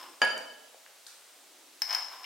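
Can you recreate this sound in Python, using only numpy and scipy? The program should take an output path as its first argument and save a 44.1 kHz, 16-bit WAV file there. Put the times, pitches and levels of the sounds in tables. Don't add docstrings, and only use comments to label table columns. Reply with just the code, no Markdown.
import sys
import numpy as np
from scipy import signal
from scipy.fft import rfft, irfft, next_fast_len
from scipy.io import wavfile

SR = 44100
rng = np.random.default_rng(int(sys.argv[2]) if len(sys.argv) > 2 else 0)


def store_pcm(level_fs):
    pcm = np.round(np.clip(level_fs, -1, 1) * 32767).astype(np.int16)
    wavfile.write(sys.argv[1], SR, np.atleast_2d(pcm).T)


N = 99225
TIME = np.arange(N) / SR

# start_s, level_db
KNOCKS = [(0.2165, -20.5), (0.2173, -3)]


def knock_ringing(room):
    # pitch_hz, level_db, t60_s, left_over_right_db
    modes = [(631, -46, 1, 1), (665, -46.5, 1, -6), (1671.3, -16, 0.13, 10), (1667, -21, 0.29, -10),
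             (3016, -26.5, 0.51, 5), (3042, -26, 0.34, -6.5), (4700, -27.5, 0.14, 18),
             (4717, -24, 0.069, -9.5), (5330, -41, 0.14, -19), (5420, -40, 0.072, 20),
             (6684, -37, 0.037, 12), (6696, -33, 0.052, 13), (8977, -38, 0.093, -14),
             (9045, -37.5, 0.054, 8), (11560, -48, 0.2, 2), (14390, -60, 0.23, 15)]
    return sum(pan(side) * in_room(knocked_mode(hz, db, t60), room, wet_db=-1.5)
               for hz, db, t60, side in modes)


def bowl_clunk(room):
    # frequency_hz, relative_db
    spectrum = [(40, -64), (120, -30), (220, -13), (390, -14), (520, 5.5), (750, 9), (1100, -3),
                (1600, 4.5), (2100, 0), (2700, -5.5), (3700, -16.5), (4600, -12), (6000, -47),
                (10000, -35.5), (16000, -33)]
    impact = rattle(clicks(KNOCKS), t60=0.034, snap=0.62)
    return in_room(colour(impact, lambda hz: at_hz(spectrum, hz) + 18), room, wet_db=2.5)


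def table_thud(room):
    # pitch_hz, level_db, t60_s
    modes = [(113, -59, 0.25), (177, -58, 0.26), (224, -43, 0.33), (295, -39, 0.29), (485, -38.5, 0.08),
             (735, -27, 0.2), (843, -24.5, 0.14), (1050, -29, 0.11), (1270, -28.5, 0.12), (1362, -29, 0.16),
             (1589, -29, 0.14)]
    return in_room(sum(knocked_mode(*mode) for mode in modes), room, wet_db=-8)


def knocked_mode(hz, db, t60):
    tone = from_db(db) * ring(clicks(KNOCKS[-1:]), hz, t60)
    return passed(tone, [hz / 2, hz * np.sqrt(2)], "band")


def spoon_clinks(room):
    # start_s, level_db, lowpass_hz
    contacts = [(0.002, -26, 5800), (0.029, -24, 6480), (1.8194, -1, 10900), (1.8963, -9.5, 4870),
                (1.907, -4.5, 4700), (1.913, -2.5, 3630), (1.9188, -15, 1870), (1.9283, -4, 6450),
                (1.9395, -4, 3530), (1.9478, -3, 10200), (1.9547, -2.5, 2640), (1.977, -13, 2600),
                (2.0202, -36, 6000), (2.0832, -19, 6000), (2.233, -22, 5960), (2.2423, -24.5, 12000)]
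    # frequency_hz, relative_db
    spectrum = [(100, -35), (400, -24), (800, -4.5), (2300, 5.5), (3600, -4.5), (5200, 14), (6500, -22),
                (10000, -12), (13500, 1), (16000, -25)]
    force = sum(passed(clicks([(s, db)]), hz, "low") for s, db, hz in contacts)
    crack = colour(rattle(force, t60=0.028, snap=0.73), lambda hz: at_hz(spectrum, hz) - 3)
    ringing = pan(db=7.5) * in_room(jar_ring(force), room, wet_db=-2.5)
    return ringing + in_room(crack, room, wet_db=-2)


def jar_ring(force):
    # pitch_hz, level_db, t60_s
    modes = [(862, -40.5, 0.044), (1049.3, -41, 0.097), (1728, -43, 0.068), (2230, -40, 0.02),
             (3125, -36, 0.023), (5150, -35, 0.077), (5212, -26.5, 0.051), (5244, -22.5, 0.056),
             (5297, -27.5, 0.075), (8300, -38, .015), (13420, -32, 0.07)]
    ringing = sum(from_db(db) * ring(force, hz, t60) for hz, db, t60 in modes)
    return passed(ringing, 666, "high")


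def salt_scrape(room):
    # time_s, relative_db
    dig = [(0, -19), (.03, -20.5), (.075, -26.5), (.12, -34.5), (.2, -42), (0.4, -75), (1.83, -70),
           (1.88, -19), (1.9, -15), (1.955, -10), (1.985, -16), (2.04, -31), (2.09, -31), (2.135, -18),
           (2.19, -30.5), (2.225, -24.5), (2.25, -18)]
    # frequency_hz, relative_db
    spectrum = [(100, -33), (300, -21), (600, 2.5), (850, 8), (1050, 17), (1300, 8.5), (2000, 3), (3500, 3),
                (4800, -10), (5290, -17), (5900, -5.5), (10000, -9), (13500, -6), (16000, -12)]
    grains_per_s, spread_db = 1600, 3.5
    sizes = from_db(spread_db * np.minimum(rng.exponential(1, N), 4))
    signs = rng.choice([-1, 1], N)
    slips = rng.random(N) < grains_per_s / SR
    force = unit(sizes * signs * slips) * np.sqrt(N) * envelope(dig)
    crunch = colour(force, lambda hz: at_hz(spectrum, hz) - 27)
    hollow = from_db(-18.5) * jar_ring(passed(force, 1520, "low"))
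    return in_room(crunch + hollow, room, wet_db=-2)


def faint_ticks(room):
    # start_s, level_db, centre_hz, half_width_octaves, wet_db
    ticks = [(0.2497, -13, 9050, 0.23, -5), (0.379, -16.5, 6940, 0.6, -2), (0.7445, -13.5, 630, 0.42, -3),
             (0.863, -13, 1960, 0.33, -1), (1.066, -11.5, 4200, 0.2, -1), (1.069, -13, 6800, 0.6, 4),
             (1.0688, -11, 1480, 0.27, 7), (1.892, -6, 2200, 0.17, -2), (2.2432, -3, 2600, 0.2, -2)]
    out = 0
    for s, db, hz, octaves, wet_db in ticks:
        tick = rattle(clicks([(s, db)]), t60=0.012, snap=1)
        band_hz = [hz / 2 ** octaves, hz * 2 ** octaves]
        out = out + in_room(passed(tick, band_hz, "band"), room, wet_db)
    return out


def salt_pour():
    # time_s, relative_db
    flow = [(1.05, -85), (1.09, -56), (1.2, -61), (1.33, -64), (1.39, -85)]
    return envelope(flow) * passed(diffuse(), (1173, 5140), "band")


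def spoon_shimmer():
    # time_s, level_db
    slide = [(0, -67), (.19, -67), (.3, -76), (1.0, -79), (1.14, -69), (1.3, -67), (1.42, -75), (1.6, -90)]
    return envelope(slide) * np.sqrt(N) * unit(ring(diffuse(), hz=8260, t60=0.053))


def arm_rustle():
    # time_s, relative_db
    moves = [(0, -45), (.13, -43.5), (.3, -80), (1.2, -70), (1.45, -50), (1.75, -51), (1.9, -58)]
    return envelope(moves) * passed(diffuse(), (263, 378), "band")


def background_hiss():
    # frequency_hz, relative_db
    spectrum = [(30, -48), (100, -27), (260, -13), (500, -1), (720, 0), (1050, -2.8), (1700, -4),
                (3900, -2.5), (6200, -4), (8300, -4.5), (13400, -10), (16000, -12)]
    return colour(diffuse(), lambda hz: at_hz(spectrum, hz) - 53)


def kitchen():
    # frequency_hz, t60_s
    decay = [(150, 1), (600, 0.98), (1600, 0.63), (5000, 0.74), (14000, 0.47)]
    # delay_s, level_against_tail_db
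    echoes = [(0.01196, -13), (0.01495, -14), (0.02273, -11.5), (0.03409, -15.5)]
    gap_s, early_lift, early_s = 0.0031, 0.13, 0.0017
    noise, hz = rfft(diffuse()), np.fft.rfftfreq(N, 1 / SR)
    centres = np.geomspace(125, 16000, 8)
    tail = 0
    for centre, share in zip(centres, np.eye(len(centres))):
        band = irfft(noise * at_hz(np.c_[centres, share], hz), N)
        tail = tail + band * from_db(-60 * TIME / at_hz(decay, centre))
    onset = (TIME > gap_s) * (1 + early_lift * np.exp(-TIME / early_s))
    return unit(tail * onset) + passed(clicks(echoes), 7500, "low")


def in_room(x, room, wet_db):
    x = np.atleast_2d(x)
    wet = signal.fftconvolve(x, room[:, :SR], axes=1)[:, :N]
    strength = np.linalg.norm(x) / np.sqrt(len(x))
    return strength * unit(unit(x) + from_db(wet_db) * unit(wet))


def diffuse():
    # frequency_hz, correlation
    likeness = [(100, 1), (250, 0.87), (500, 0.73), (1000, 0.77), (2200, 0.74), (5500, 0.64), (12000, 0.31)]
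    mid, side = rfft(rng.standard_normal((2, N)))
    alike = np.clip(at_hz(likeness, np.fft.rfftfreq(N, 1 / SR)), 0, 1)
    return irfft(np.sqrt(1 + alike) * mid + np.sqrt(1 - alike) * side * [[1], [-1]], N)


def rattle(x, t60, snap):
    burst = unit(diffuse()[:, :SR // 4] * from_db(-60 * TIME[:SR // 4] / t60))
    return snap * x + signal.fftconvolve(x[None], burst, axes=1)[:, :N]


def ring(x, hz, t60):
    radius, angle = from_db(-60 / (t60 * SR)), 2 * np.pi * hz / SR
    return signal.lfilter([.5, 0, -.5], [1, -2 * radius * np.cos(angle), radius * radius], x + 1e-18)


def clicks(rows):
    s, db = np.transpose(rows)
    out = np.zeros(N)
    out[np.clip((s * SR).astype(int), 0, N - 1)] = from_db(db)
    return out


def colour(x, db_at):
    size = next_fast_len(2 * N)
    gain = from_db(db_at(np.fft.rfftfreq(size, 1 / SR)))
    cepstrum = irfft(np.log(gain), size)
    cepstrum[1:size // 2] *= 2
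    cepstrum[size // 2 + 1:] = 0
    return irfft(rfft(x, size) * np.exp(rfft(cepstrum)), size)[..., :N]


def passed(x, hz, kind):
    return signal.sosfilt(signal.butter(2, np.minimum(hz, SR / 2 - 1), kind, fs=SR, output="sos"), x)


def envelope(points):
    return from_db(np.interp(TIME, *np.transpose(points)))


def at_hz(points, hz):
    frequencies, values = np.transpose(points)
    return np.interp(np.log(np.maximum(hz, 1)), np.log(frequencies), values)


def pan(db):
    return from_db(np.array([[db], [-db]]) / 2)


def unit(x):
    return x / np.sqrt(np.mean(np.sum(x ** 2, axis=-1)) + 1e-20)


def from_db(db):
    return 10 ** (np.asarray(db) / 20)


def scene():
    room = kitchen()
    hiss = background_hiss()
    knock = knock_ringing(room) + table_thud(room) + bowl_clunk(room)
    spooning = spoon_clinks(room) + salt_scrape(room)
    faint_sounds = faint_ticks(room) + spoon_shimmer() + arm_rustle() + salt_pour()
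    return knock + spooning + faint_sounds + hiss


def record(dry):
    cutoff_hz = 15900
    return signal.sosfilt(signal.ellip(10, .1, 80, cutoff_hz, fs=SR, output="sos"), dry)


dry = scene()
out = record(dry)
store_pcm(out)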